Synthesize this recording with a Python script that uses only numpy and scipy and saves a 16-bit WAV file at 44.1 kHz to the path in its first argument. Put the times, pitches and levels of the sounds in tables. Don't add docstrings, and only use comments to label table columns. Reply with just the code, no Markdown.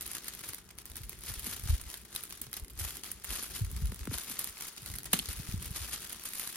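import sys
import numpy as np
from scipy import signal
from scipy.fft import rfft, irfft, next_fast_len
from scipy.io import wavfile
from scipy.ndimage import uniform_filter1d, map_coordinates

SR = 44100
rng = np.random.default_rng(int(sys.argv[2]) if len(sys.argv) > 2 else 0)


def volts(x):
    e = np.asarray(x, float) / 20
    return 10 ** e


def unload_audio(sound):
    columns = np.transpose(np.atleast_2d(sound))
    steps = np.round(np.clip(columns, -1, 1) * 32767)
    wavfile.write(sys.argv[1], SR, steps.astype(np.int16))


N = 289296

# (frequency [Hz], density [dB per Hz])
CRISP_COLOUR = [(3800, -70), (6500, -10.5), (7500, -6.5), (8100, -6), (8800, -2), (10600, 1.5),
                (13600, -4.5), (15900, -2.5), (16300, -33), (16800, -34.5)]
# (frequency [Hz], density [dB per Hz])
DULL_COLOUR = [(240, -5.5), (400, -6.5), (572, -10), (1100, -7), (1250, -4), (1420, -5), (2690, -4.5),
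               (2900, -4), (3130, -3), (8500, -4), (11000, -15), (18700, -120)]


def unit(x):
    return x / np.sqrt(np.mean(x ** 2) + 1e-20)


def along(points, hz):
    f, v = np.transpose(points)
    return np.interp(np.log(hz + 1), np.log(f + 1), v)


def wobble(rate):
    knots = rng.standard_normal(int(N * rate / SR) + 4)
    return map_coordinates(knots, [np.arange(N) * rate / SR])


def filtered(x, response):
    m = next_fast_len(N + SR // 2)
    return irfft(rfft(x, m) * response(np.fft.rfftfreq(m, 1 / SR)), m)[..., :N]


def voiced(envelope, colour, pair=None):
    if pair is None:
        pair = rng.standard_normal((2, N))
    grid_hz = np.linspace(0, SR / 2, num=4096)
    norm = np.sqrt(np.mean(volts(along(colour, grid_hz)) ** 2))
    return filtered(envelope * pair, lambda hz: volts(along(colour, hz)) / norm)


def room_hum():
    # (frequency [Hz], density [dB per Hz])
    hum_colour = [(15, -35), (40, -12), (75, 0), (119, -9), (189, 11.5), (413, -31), (580, -2.5),
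                  (1270, -3.5), (3000, -10), (3900, -97), (6600, -120)]
    return voiced(volts(-66.5 + 0.53 * wobble(3.55)), hum_colour)


def room_answer(pair):
    # (frequency [Hz], time to fall 60 dB [s])
    decay_times = [(200, 0.12), (2000, 0.24), (12000, 0.12)]
    hz, t, z = signal.stft(rng.standard_normal((2, SR // 3)), SR, nperseg=256)
    decay = volts(-60 * t / along(decay_times, hz)[:, None])
    tail = signal.istft(z * decay, SR, nperseg=256)[1]
    tail = tail / np.linalg.norm(tail[0])
    return signal.fftconvolve(pair[:1], tail, axes=1)[:, :N]


def hand_weight():
    # (time [s], weight [dB])
    lean = [(0, -61), (.84, -61), (1, -57), (1.5, -56), (1.78, -49), (1.99, -63), (2.55, -60.5),
            (2.8, -53.5), (3.15, -62), (3.45, -53.5), (3.8, -44), (4.16, -59), (4.7, -75), (4.93, -53),
            (5.15, -55.5), (5.59, -46), (6.16, -66.5), (6.56, -89)]
    s, db = np.transpose(lean)
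    return np.interp(np.arange(N) / SR, s, db)


def box_wall(weight_db):
    # (frequency [Hz], density [dB per Hz])
    panel_colour = [(120, -16), (200, -3), (420, -3), (600, -20), (900, -51)]
    wall_db = -64 + 0.24 * (weight_db - weight_db.mean())
    return voiced(volts(wall_db - 1.2 + 2.6 * wobble(30)), panel_colour)


def sheet_sway(weight_db):
    # (frequency [Hz], density [dB per Hz])
    sway_colour = [(15, -43), (28, -13), (55, 7.5), (70, 1.5), (170, -9), (400, -29), (520, -52),
                   (880, -120)]
    return voiced(volts(weight_db + 0.5 + 3.7 * np.tanh(wobble(25))), sway_colour)


def lid_knocks():
    # (time [s], level [dB])
    lid_taps = [
        (1.465, -27),
        (3.426, -29),
        (3.92, -24.5),
        (4.072, -19),
        (4.112, -23.5),
        (5.132, -20.5),
        (5.396, -45),
        (5.708, -51),
    ]
    # (frequency [Hz], density [dB per Hz])
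    board_colour = [(90, -43), (200, -2), (450, -4), (700, -18.5), (1500, -12), (3000, -22), (7000, -45)]
    taps = np.zeros(N)
    for s, db in lid_taps:
        taps[round(s * SR)] = volts(db + 25.5)

    def board(hz):
        return volts(along(board_colour, hz)) * np.exp(-2j * np.pi * 1.9 * np.log(hz + 30))

    chirp = filtered(taps, board)
    return np.array([chirp, .5 * np.roll(chirp, shift=40)])


def sheet_flaps():
    # (time [s], peak [dB], pitch [Hz], length [s])
    tugs = [(.914, -47, 63.4, 0.024), (1.012, -42, 109, 0.014), (1.053, -46, 53, 0.041),
            (1.316, -41, 88.5, 0.023), (1.38, -41, 59, 0.018), (1.641, -35.5, 73, .016),
            (1.661, -33.5, 97, 0.0081), (1.704, -21.5, 68.6, 0.019), (1.736, -23, 70, 0.024),
            (1.819, -44, 59, .017), (2.63, -37, 58, 0.02), (2.822, -36.5, 81.6, 0.027),
            (2.856, -40, 75.4, 0.029), (3.311, -41.5, 55.6, 0.051), (3.621, -27.5, 110, 0.018),
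            (3.643, -30.5, 76.6, 0.019), (3.827, -30.5, 110, 0.0082), (3.761, -37.5, 70, 0.03),
            (3.848, -28, 64.4, 0.047), (3.898, -34.5, 90, 0.018), (4.02, -37.5, 66, 0.028),
            (4.1, -33, 109, 0.016), (4.908, -39.5, 82, 0.015), (5.296, -37, 74, 0.02),
            (5.4, -36, 151, 0.0081), (5.492, -32.5, 87, 0.0064), (5.543, -28, 136, .0053),
            (5.56, -39, 90, 0.085), (5.712, -34, 116, 0.0081), (5.82, -40, 79.5, 0.031),
            (2.481, -51, 126, .02), (4.832, -49.5, 124, 0.021), (0.498, -53.5, 102, .03),
            (1.3, -52, 135, .015), (4.31, -51, 250, .02), (2.42, -54, 248, .02)]
    # (time [s], peak [dB])
    thumps = [
        (1.476, -42.5),
        (3.924, -42.5),
        (4.079, -38.5),
        (4.125, -41.5),
        (5.14, -30.5),
        (5.182, -45),
        (5.201, -45.5),
    ]
    # (time [s], peak [dB])
    nudges = [(.967, -48.5), (1.299, -44), (1.437, -47), (1.53, -51), (1.87, -44), (2.78, -44), (3.12, -53),
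              (3.677, -38), (4.155, -41), (4.943, -43), (5.617, -45), (4.5, -52.5)]
    events = tugs + [(s, db, 237, 0.01) for s, db in thumps] + [(s, db, 70, 0.025) for s, db in nudges]
    out = np.zeros(N + SR)
    t = np.arange(-4410, 8820) / SR
    for s, db, hz, length in events:
        u = t / length
        rise = np.exp(-(u / 0.44) ** 2)
        fall = np.exp(-u / 1.04) if hz > 180 else np.exp(-(u / 0.67) ** 2)
        shape = np.where(u < 0, rise, fall)
        sag = 0.52 * length * np.log(np.cosh(np.clip(u, -1.5, 1.5)))
        phase = 2 * np.pi * hz * (t - sag) + 4.63 * rng.random()
        out[round(s * SR):][:len(t)] += volts(db + 3.5) * shape * np.cos(phase)
    tug = out[4410:4410 + N]
    return np.array([tug, 0.3 * np.roll(tug, shift=150)])


def fold_pops():
    # (time [s], peak [dB], pitch [Hz])
    pops = [
        (1.9405, -31, 3620),
        (2.161, -21.5, 3800),
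        (2.540, -29, 3900),
        (5.1343, -12, 2960),
        (5.1336, -17, 955),
        (5.191, -18.5, 3080),
        (5.196, -17.5, 3320),
        (5.287, -29, 4250),
    ]
    out = np.zeros(N + SR)
    t = np.arange(1500) / SR
    for s, db, hz in pops:
        ring = np.sin(2 * np.pi * hz * t) + 0.52 * np.sin(2 * np.pi * 1.3 * hz * t)
        fade = volts(-60 * t / .007) * (1 - np.exp(-t / .0003))
        out[round(s * SR):][:len(t)] += volts(db + 0.5) * fade * ring
    return np.array([out[:N], np.roll(out[:N], shift=23)])


def tinted(patchy_db):
    z = signal.stft(rng.standard_normal((2, N)), nperseg=128)[2]
    field = uniform_filter1d(rng.standard_normal(z.shape[1:]), size=4, axis=0)
    field = unit(uniform_filter1d(field, size=5, axis=1))
    return unit(signal.istft(z * volts(patchy_db * field), nperseg=128)[1][:, :N])


def strain():
    # (time [s], peak strain [dB], build-up [s], let-go [s])
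    pulls = [(.15, -49, 0.082, 0.052), (0.269, -51, 0.063, 0.056), (.47, -49.5, 0.11, 0.12),
             (.8, -53, 0.019, 0.03), (.87, -61.5, 0.026, 0.1), (.97, -51.5, 0.015, 0.058),
             (1.11, -59.5, 0.12, 0.2), (1.281, -45, 0.052, 0.15), (1.47, -44, 0.061, 0.14),
             (1.698, -46.5, 0.064, 0.12), (1.931, -53, 0.12, 0.11), (2.16, -50.5, 0.051, 0.14),
             (2.34, -52, 0.049, 0.056), (2.44, -55.5, 0.019, 0.051), (2.57, -53, 0.04, 0.065),
             (2.812, -42, 0.032, 0.13), (3.07, -51.5, 0.028, 0.087), (3.31, -44.5, 0.052, 0.27),
             (3.561, -42.5, 0.024, 0.052), (3.79, -54, 0.12, 0.22), (4.137, -45, 0.034, 0.31),
             (4.32, -39, 0.035, 0.018), (4.41, -49, 0.056, 0.14), (4.64, -47, 0.064, 0.094),
             (4.88, -52.5, 0.11, 0.13), (5.139, -42.5, 0.019, 0.095), (5.5, -51, 0.12, 0.1),
             (5.66, -50, 0.074, 0.074), (5.77, -46, 0.049, 0.077), (5.83, -48, 0.074, .08),
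             (5.94, -45, 0.15, 0.058), (6.02, -50.5, .04, 0.08), (6.11, -52, 0.071, 0.14),
             (6.39, -45, 0.15, 0.28), (.345, -55, .04, .05), (.4, -56, .03, .04), (.07, -51, 0.12, 0.09),
             (2.72, -65.5, 0.026, 0.025), (2.9, -50, 0.036, 0.09), (3.42, -57, .05, 0.065),
             (3.51, -53, 0.044, 0.032), (4.02, -60, .04, .04), (4.49, -55, .03, 0.046),
             (5.3, -47, 0.06, 0.09), (5.39, -51, 0.028, 0.1), (6.5, -61, .04, 0.041),
             (1.53, -45.5, 0.05, 0.041)]
    slope_db, slack_db = 13, -86
    t = np.arange(0, N + 16, step=16) / SR
    power = volts(slack_db) ** 2
    for s, db, up, down in pulls:
        times_away = np.where(t < s, (s - t) / up, (t - s) / down)
        power = power + volts(db - slope_db * times_away) ** 2
    return np.interp(np.arange(N) / SR, t, 10 * np.log10(power))


def crackle(rate, spread_db, life_ms, clump_db):
    draw = rng.random((2, N))
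    size_db = spread_db * np.minimum(-np.log(draw[1] + 1e-9), 2.1)
    sizes = (draw[0] < rate / SR) * volts(size_db)
    t = np.arange(-400, 401) / SR * 1000
    fade = np.exp(-np.abs(t) / np.where(t < 0, 1.14 * life_ms, life_ms))
    clumps = volts(clump_db * 1.1 * np.tanh(wobble(45)))
    burst = unit(clumps * signal.fftconvolve(sizes, fade, "same"))
    local_power = uniform_filter1d(uniform_filter1d(burst ** 2, size=1500), size=1500)
    local_power = np.abs(local_power) + 1e-3
    return unit(burst / local_power ** .35)


def rustle(paper):
    # (time [s], dull body [dB], reach [s])
    spreads = [
        (5.95, 2.5, 0.18),
        (2.69, -3, .1),
        (6.42, -1.5, 0.15),
        (3.3, 1.5, .08),
        (4.6, 1.5, 0.089),
        (1.05, -1.5, 0.086),
        (1.98, -1, .08),
        (0.68, -2.5, 0.074),
        (5.3, 1, 0.087),
    ]
    crisp_db = strain()
    over_db = crisp_db + 54
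    dull_db = -54 + 0.81 * over_db
    for s, db, reach in spreads:
        dull_db = dull_db + db * np.exp(-((np.arange(N) / SR - s) / reach) ** 2)
    fine = crackle(500, spread_db=6.0, life_ms=0.76, clump_db=3.5)
    broad = crackle(500, spread_db=0.0, life_ms=2.2, clump_db=7.0)
    grain = .4 * volts(.3 * over_db) + fine + .35 * broad
    swell = wobble(22)
    crisp = volts(crisp_db + 2.0 + 0.62 * swell) * unit(grain)
    dull = volts(dull_db + 4.0 + 1.0 * swell) * unit(0.83 + 0.61 * fine + 0.67 * broad)
    return voiced(crisp, CRISP_COLOUR, paper) + voiced(dull, DULL_COLOUR, paper[::-1])


def snap_events():
    # (time [s], peak [dB], length [ms])
    glue = [(.0207, -30, 1.4), (.0653, -33.5, 2.7), (.1158, -26.5, 1.4), (.49, -33, 3.7), (.5462, -31, 2.3),
            (.856, -25.5, 1.1), (.968, -33, 2.6), (1.0947, -25, 0.86), (1.3954, -34, 4.2),
            (1.4682, -28, 1.4), (1.8142, -33, 1.9), (2.2372, -30, 2.2), (2.4169, -29.5, 3.3),
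            (2.4201, -39, 1.36), (3.1171, -28, 2.15), (3.4272, -28, 1.4), (3.4417, -39, 2.3),
            (3.7148, -34.5, 1.7), (3.9451, -34, 1.8), (4.393, -25, 5), (4.4439, -24.5, 1.9),
            (4.4744, -34.5, 2), (4.6093, -31.5, 2.2), (4.9611, -30, 1.6), (5.6266, -33, 1.9),
            (5.946, -28.5, 1.8), (6.0209, -41, 1.4), (6.0742, -36, 1.8), (6.289, -34, 3.7),
            (6.3973, -25.5, 3), (5.1322, -17.5, 3)]
    # (time [s], peak [dB], length [ms])
    creases = [(.0105, -32, 2.8), (.1517, -30, 2.7), (.1686, -28, 1.5), (.2831, -32, 4.4),
               (.3926, -37.5, 1.8), (.534, -30.5, 1.65), (.7863, -29, 1), (1.3402, -36.5, 3.4),
               (1.638, -34, 1.7), (2.151, -35, 4.4), (2.162, -29, 2.5), (2.3253, -36, 2.6),
               (2.3758, -44.5, 3.1), (2.5306, -29, 1.7), (2.5399, -35, 4.4), (2.5686, -34, 4.4),
               (2.7975, -32.5, 3.9), (2.97, -36, 3.2), (3.2449, -30, 1.64), (3.4346, -33, 3.5),
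               (4.184, -28.5, 2.2), (4.8615, -33.5, 2.4), (4.9859, -28.5, 1.5), (5.033, -32.5, 1.1),
               (5.2887, -34.5, 3.3), (5.3306, -34, 2.7), (5.7625, -36, 4.3), (6.1299, -34.5, 3),
               (2.7, -45, 2.7), (6.255, -34.5, 13.5), (2.8495, -32.5, 4.7), (2.7915, -36, 3),
               (6.3535, -40, 5.2)]
    # (time [s], peak [dB], length [ms])
    buckles = [(.1832, -37.5, 2.4), (.584, -46.5, 5.8), (.9177, -41.5, 1.7), (.9573, -38.5, 2.2),
               (1.0353, -44, 4), (1.525, -41, 2.2), (1.9017, -37.5, 2), (1.942, -33.5, 2),
               (2.054, -50, 4.7), (2.2537, -40, 1.2), (2.308, -35, 1.3), (2.4675, -48, 2.8),
               (3.0362, -34.5, 2), (3.7653, -37, 1.65), (3.9199, -43.5, 3.8), (3.9932, -40.5, 2.4),
               (4.0733, -46, 3.9), (4.6836, -41.5, 4.5), (4.7795, -40.5, 3.1), (4.901, -36, 1.6),
               (4.9399, -39, 3.4), (5.057, -38, 8.4), (5.1341, -20.5, 4.8), (5.1907, -26.5, 2),
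               (5.2583, -35, 2.1), (6.0941, -45, 1.2), (6.4752, -31, 2), (6.4967, -42.5, 4.7),
               (6.5579, -36, 2.3)]
    # (time [s], peak [dB])
    picks = [(.6897, -53), (.71, -44), (.8632, -45), (.936, -56), (1.13, -47.5), (1.237, -38.5),
             (1.564, -39), (1.5967, -38), (1.676, -41), (2.128, -45), (2.647, -45), (2.6822, -45),
             (2.9074, -34.5), (2.9574, -45), (3.1988, -52), (3.6483, -39), (3.857, -39), (3.8716, -42),
             (3.9608, -44), (4.055, -39), (4.9167, -39), (4.955, -35.5), (4.993, -43), (5.0051, -58),
             (5.365, -45), (6.0053, -47), (6.05, -40), (6.125, -36.5), (6.1974, -40), (6.335, -35)]
    # (time [s],
    # peak [dB])
    ticks = [(0.0266, -38), (0.0776, -34), (0.1334, -33), (0.2444, -36), (0.2741, -41),
             (0.3368, -40.5), (0.3507, -35.5), (0.4098, -42.0), (0.458, -43.0), (0.6425, -56),
             (0.6523, -55.0), (0.753, -53), (0.7807, -45), (0.8176, -48.0), (0.9, -39.5),
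             (0.9431, -55), (1.0184, -45), (1.0414, -44), (1.0489, -46.0), (1.0531, -47.0),
             (1.0671, -52), (1.1299, -45), (1.1896, -40.5), (1.2093, -45), (1.2192, -48.0),
             (1.2626, -39), (1.291, -33), (1.4445, -33), (1.449, -36), (1.4634, -34), (1.5669, -37),
             (1.6243, -45), (1.664, -44), (1.698, -35), (1.816, -39), (1.8184, -47), (1.9199, -49),
             (1.9461, -43.0), (1.9728, -41), (1.9765, -40), (2.0157, -45), (2.0508, -44.5),
             (2.0825, -49), (2.1077, -46.0), (2.2302, -38), (2.2534, -43), (2.2948, -43),
             (2.302, -40), (2.4976, -51.0), (2.515, -45), (2.598, -38), (2.6378, -49), (2.7044, -44),
             (2.7091, -45), (2.7345, -50.0), (2.755, -51), (2.8054, -32.0), (2.8937, -35),
             (2.9573, -37), (3.0438, -40),
             (3.0525, -39.0), (3.0605, -43), (3.1995, -47), (3.2224, -50.0), (3.2397, -40),
                  (3.2493, -32.0), (3.3332, -35.0), (3.4419, -35), (3.518, -47), (3.5504, -37.0),
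                  (3.5928, -41.0), (3.6218, -44), (3.6998, -48.0), (3.7275, -46.0), (3.8797, -47),
                  (3.8989, -47.0), (3.9315, -48.0), (4.0084, -48), (4.0438, -46.0), (4.1523, -35.0),
                  (4.4045, -34), (4.413, -35), (4.4965, -37), (4.5073, -42), (4.5561, -49), (4.5756, -49),
                  (4.5801, -37.5), (4.623, -33.0), (4.6706, -37), (4.7647, -47.0), (4.8208, -40.0),
                  (4.8318, -44.0), (5.044, -36.5), (5.2408, -43.0), (5.3142, -39.0), (5.3637, -39),
                  (5.3813, -39), (5.5247, -40.0), (5.5619, -47), (5.6078, -44.0), (5.616, -44),
                  (5.6457, -37.0), (5.6572, -35.5), (5.7085, -42.0), (5.7155, -39), (5.8205, -40),
                  (5.8253, -44), (5.8954, -40), (5.9383, -33.0), (6.0049, -40), (6.0208, -40),
                  (6.0457, -37), (6.0966, -37.0), (6.2375, -34), (6.336, -33.0), (6.3551, -35),
                  (6.3825, -35), (6.4922, -36.0), (6.502, -37), (6.5284, -45)]
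    # (time [s], peak [dB])
    pockets = [(0.325, -58.0), (0.3373, -53.5), (0.4388, -49), (0.443, -52), (0.6904, -60), (0.7058, -57.5),
               (0.862, -63), (0.936, -63), (1.0954, -53.5), (1.1305, -53), (1.4724, -50.0), (1.5668, -51.5),
               (1.6753, -48.5), (1.6947, -58), (1.7065, -50), (1.798, -59), (1.8373, -57), (1.8762, -58),
               (2.1282, -57), (2.326, -52), (2.4674, -54.5), (3.0439, -50), (3.0546, -55.0), (3.0617, -58),
               (3.2229, -59), (3.251, -57), (3.3305, -51), (3.3644, -50.0), (3.4427, -54.5), (3.6674, -62),
               (3.845, -62), (4.0114, -56), (4.032, -54), (4.1415, -45.5), (4.2159, -55), (4.315, -54),
               (4.3696, -49), (4.4506, -58), (4.4741, -57), (4.5709, -50.5), (4.6093, -46.5), (4.6544, -57),
               (4.7647, -54), (4.7744, -53), (4.831, -59), (5.004, -57.0), (5.258, -50), (5.472, -53),
               (5.5232, -51), (5.6215, -52), (5.75, -53), (5.8175, -50.0), (5.827, -53), (5.9612, -48),
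               (6.1462, -52)]
    events = []
    for rows, dull_db in [(glue, -13), (creases, -7), (buckles, -2.5)]:
        events += [(s, db, length_ms, dull_db) for s, db, length_ms in rows]
    for rows, length_ms, dull_db in [(picks, 2.37, -5.5), (ticks, 2.04, -10), (pockets, 2.03, 10.5)]:
        events += [(s, db, length_ms, dull_db) for s, db in rows]
    return events


def snaps(paper):
    crisp, dull = np.zeros(N + SR), np.zeros(N + SR)
    t = np.arange(-441, 1764) / SR * 1000
    after = np.maximum(t, 0)
    for s, db, length_ms, dull_db in snap_events():
        span = max(length_ms - .9, .3)
        rise = np.exp(-(np.minimum(t, 0) / min(0.74 * span, 1.8)) ** 2)
        at = slice(round(s * SR), round(s * SR) + len(t))
        crisp[at] += (volts(db) * rise * np.exp(-after / (0.73 * span))) ** 2
        dull[at] += (volts(db + dull_db + 0.5) * rise * np.exp(-after / (1.65 * span))) ** 2
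    lead = slice(441, 441 + N)
    return voiced(np.sqrt(crisp[lead]), CRISP_COLOUR) + voiced(np.sqrt(dull[lead]), DULL_COLOUR, paper)


def microphones(pair):
    # (frequency [Hz], correlation [0-1])
    alike = [(60, 0.97), (300, 0.99), (700, 0.4), (2500, 0.82), (4000, 0.14), (6000, 0.1), (8000, 0.67),
             (11000, 1)]
    # (frequency [Hz], phase [rad])
    left_lead = [(60, -.6), (130, -.55), (300, -.15), (700, .7), (1400, -.4), (2500, .8), (4000, 1.5),
                 (8000, 2.6), (9700, .8), (11000, 0), (13500, -.6), (15600, -2.2)]
    # (frequency [Hz], level [dB])
    left_level = [(60, 0.5), (110, 0), (200, 3.5), (380, -1), (700, 3), (1290, 5.5), (2380, -1),
                  (4400, 4.5), (8120, -2.5), (15000, 0.5)]

    def shares(hz):
        turn = np.arccos(np.clip(along(alike, hz), -1, 1)) / 2
        return np.array([np.cos(turn), np.sin(turn)])

    def tilts(hz):
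        left = volts(along(left_level, hz) / 2) * np.exp(.5j * along(left_lead, hz))
        return np.array([left, 1 / left])

    mid, side = filtered(pair, shares)
    return filtered(np.array([mid + side, mid - side]), tilts)


def scene():
    paper = tinted(patchy_db=1.55)
    weight_db = hand_weight()
    sharp = snaps(paper[:, ::-1])
    box = box_wall(weight_db) + lid_knocks()
    sheet = sheet_sway(weight_db) + sheet_flaps() + fold_pops() + rustle(paper)
    return microphones(room_hum() + box + sheet + sharp) + volts(-7) * room_answer(sharp)


def low_pass(x):
    return signal.sosfilt(signal.butter(12, 16810, fs=SR, output="sos"), x)


def record(dry):
    edge_hz, busy_edge_hz = 16000, 15350
    busy_db, sudden_db = -42.5, 10
    power = filtered(dry[0], lambda hz: hz > 3000) ** 2
    slow = np.abs(uniform_filter1d(power, size=3000))
    fast = np.abs(uniform_filter1d(power, size=100))
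    busy = uniform_filter1d(1. * (slow > volts(busy_db) ** 2), size=700)
    sudden = uniform_filter1d(300. * (fast > slow * volts(sudden_db) ** 2), size=500)
    sudden = np.clip(sudden, 0, 1)
    top = filtered(dry, lambda hz: hz > edge_hz)
    rim = filtered(dry, lambda hz: hz > busy_edge_hz) - top
    mix = dry - (1 - sudden) * (top + busy * rim)
    return low_pass(mix)


dry = scene()
out = record(dry)
unload_audio(out)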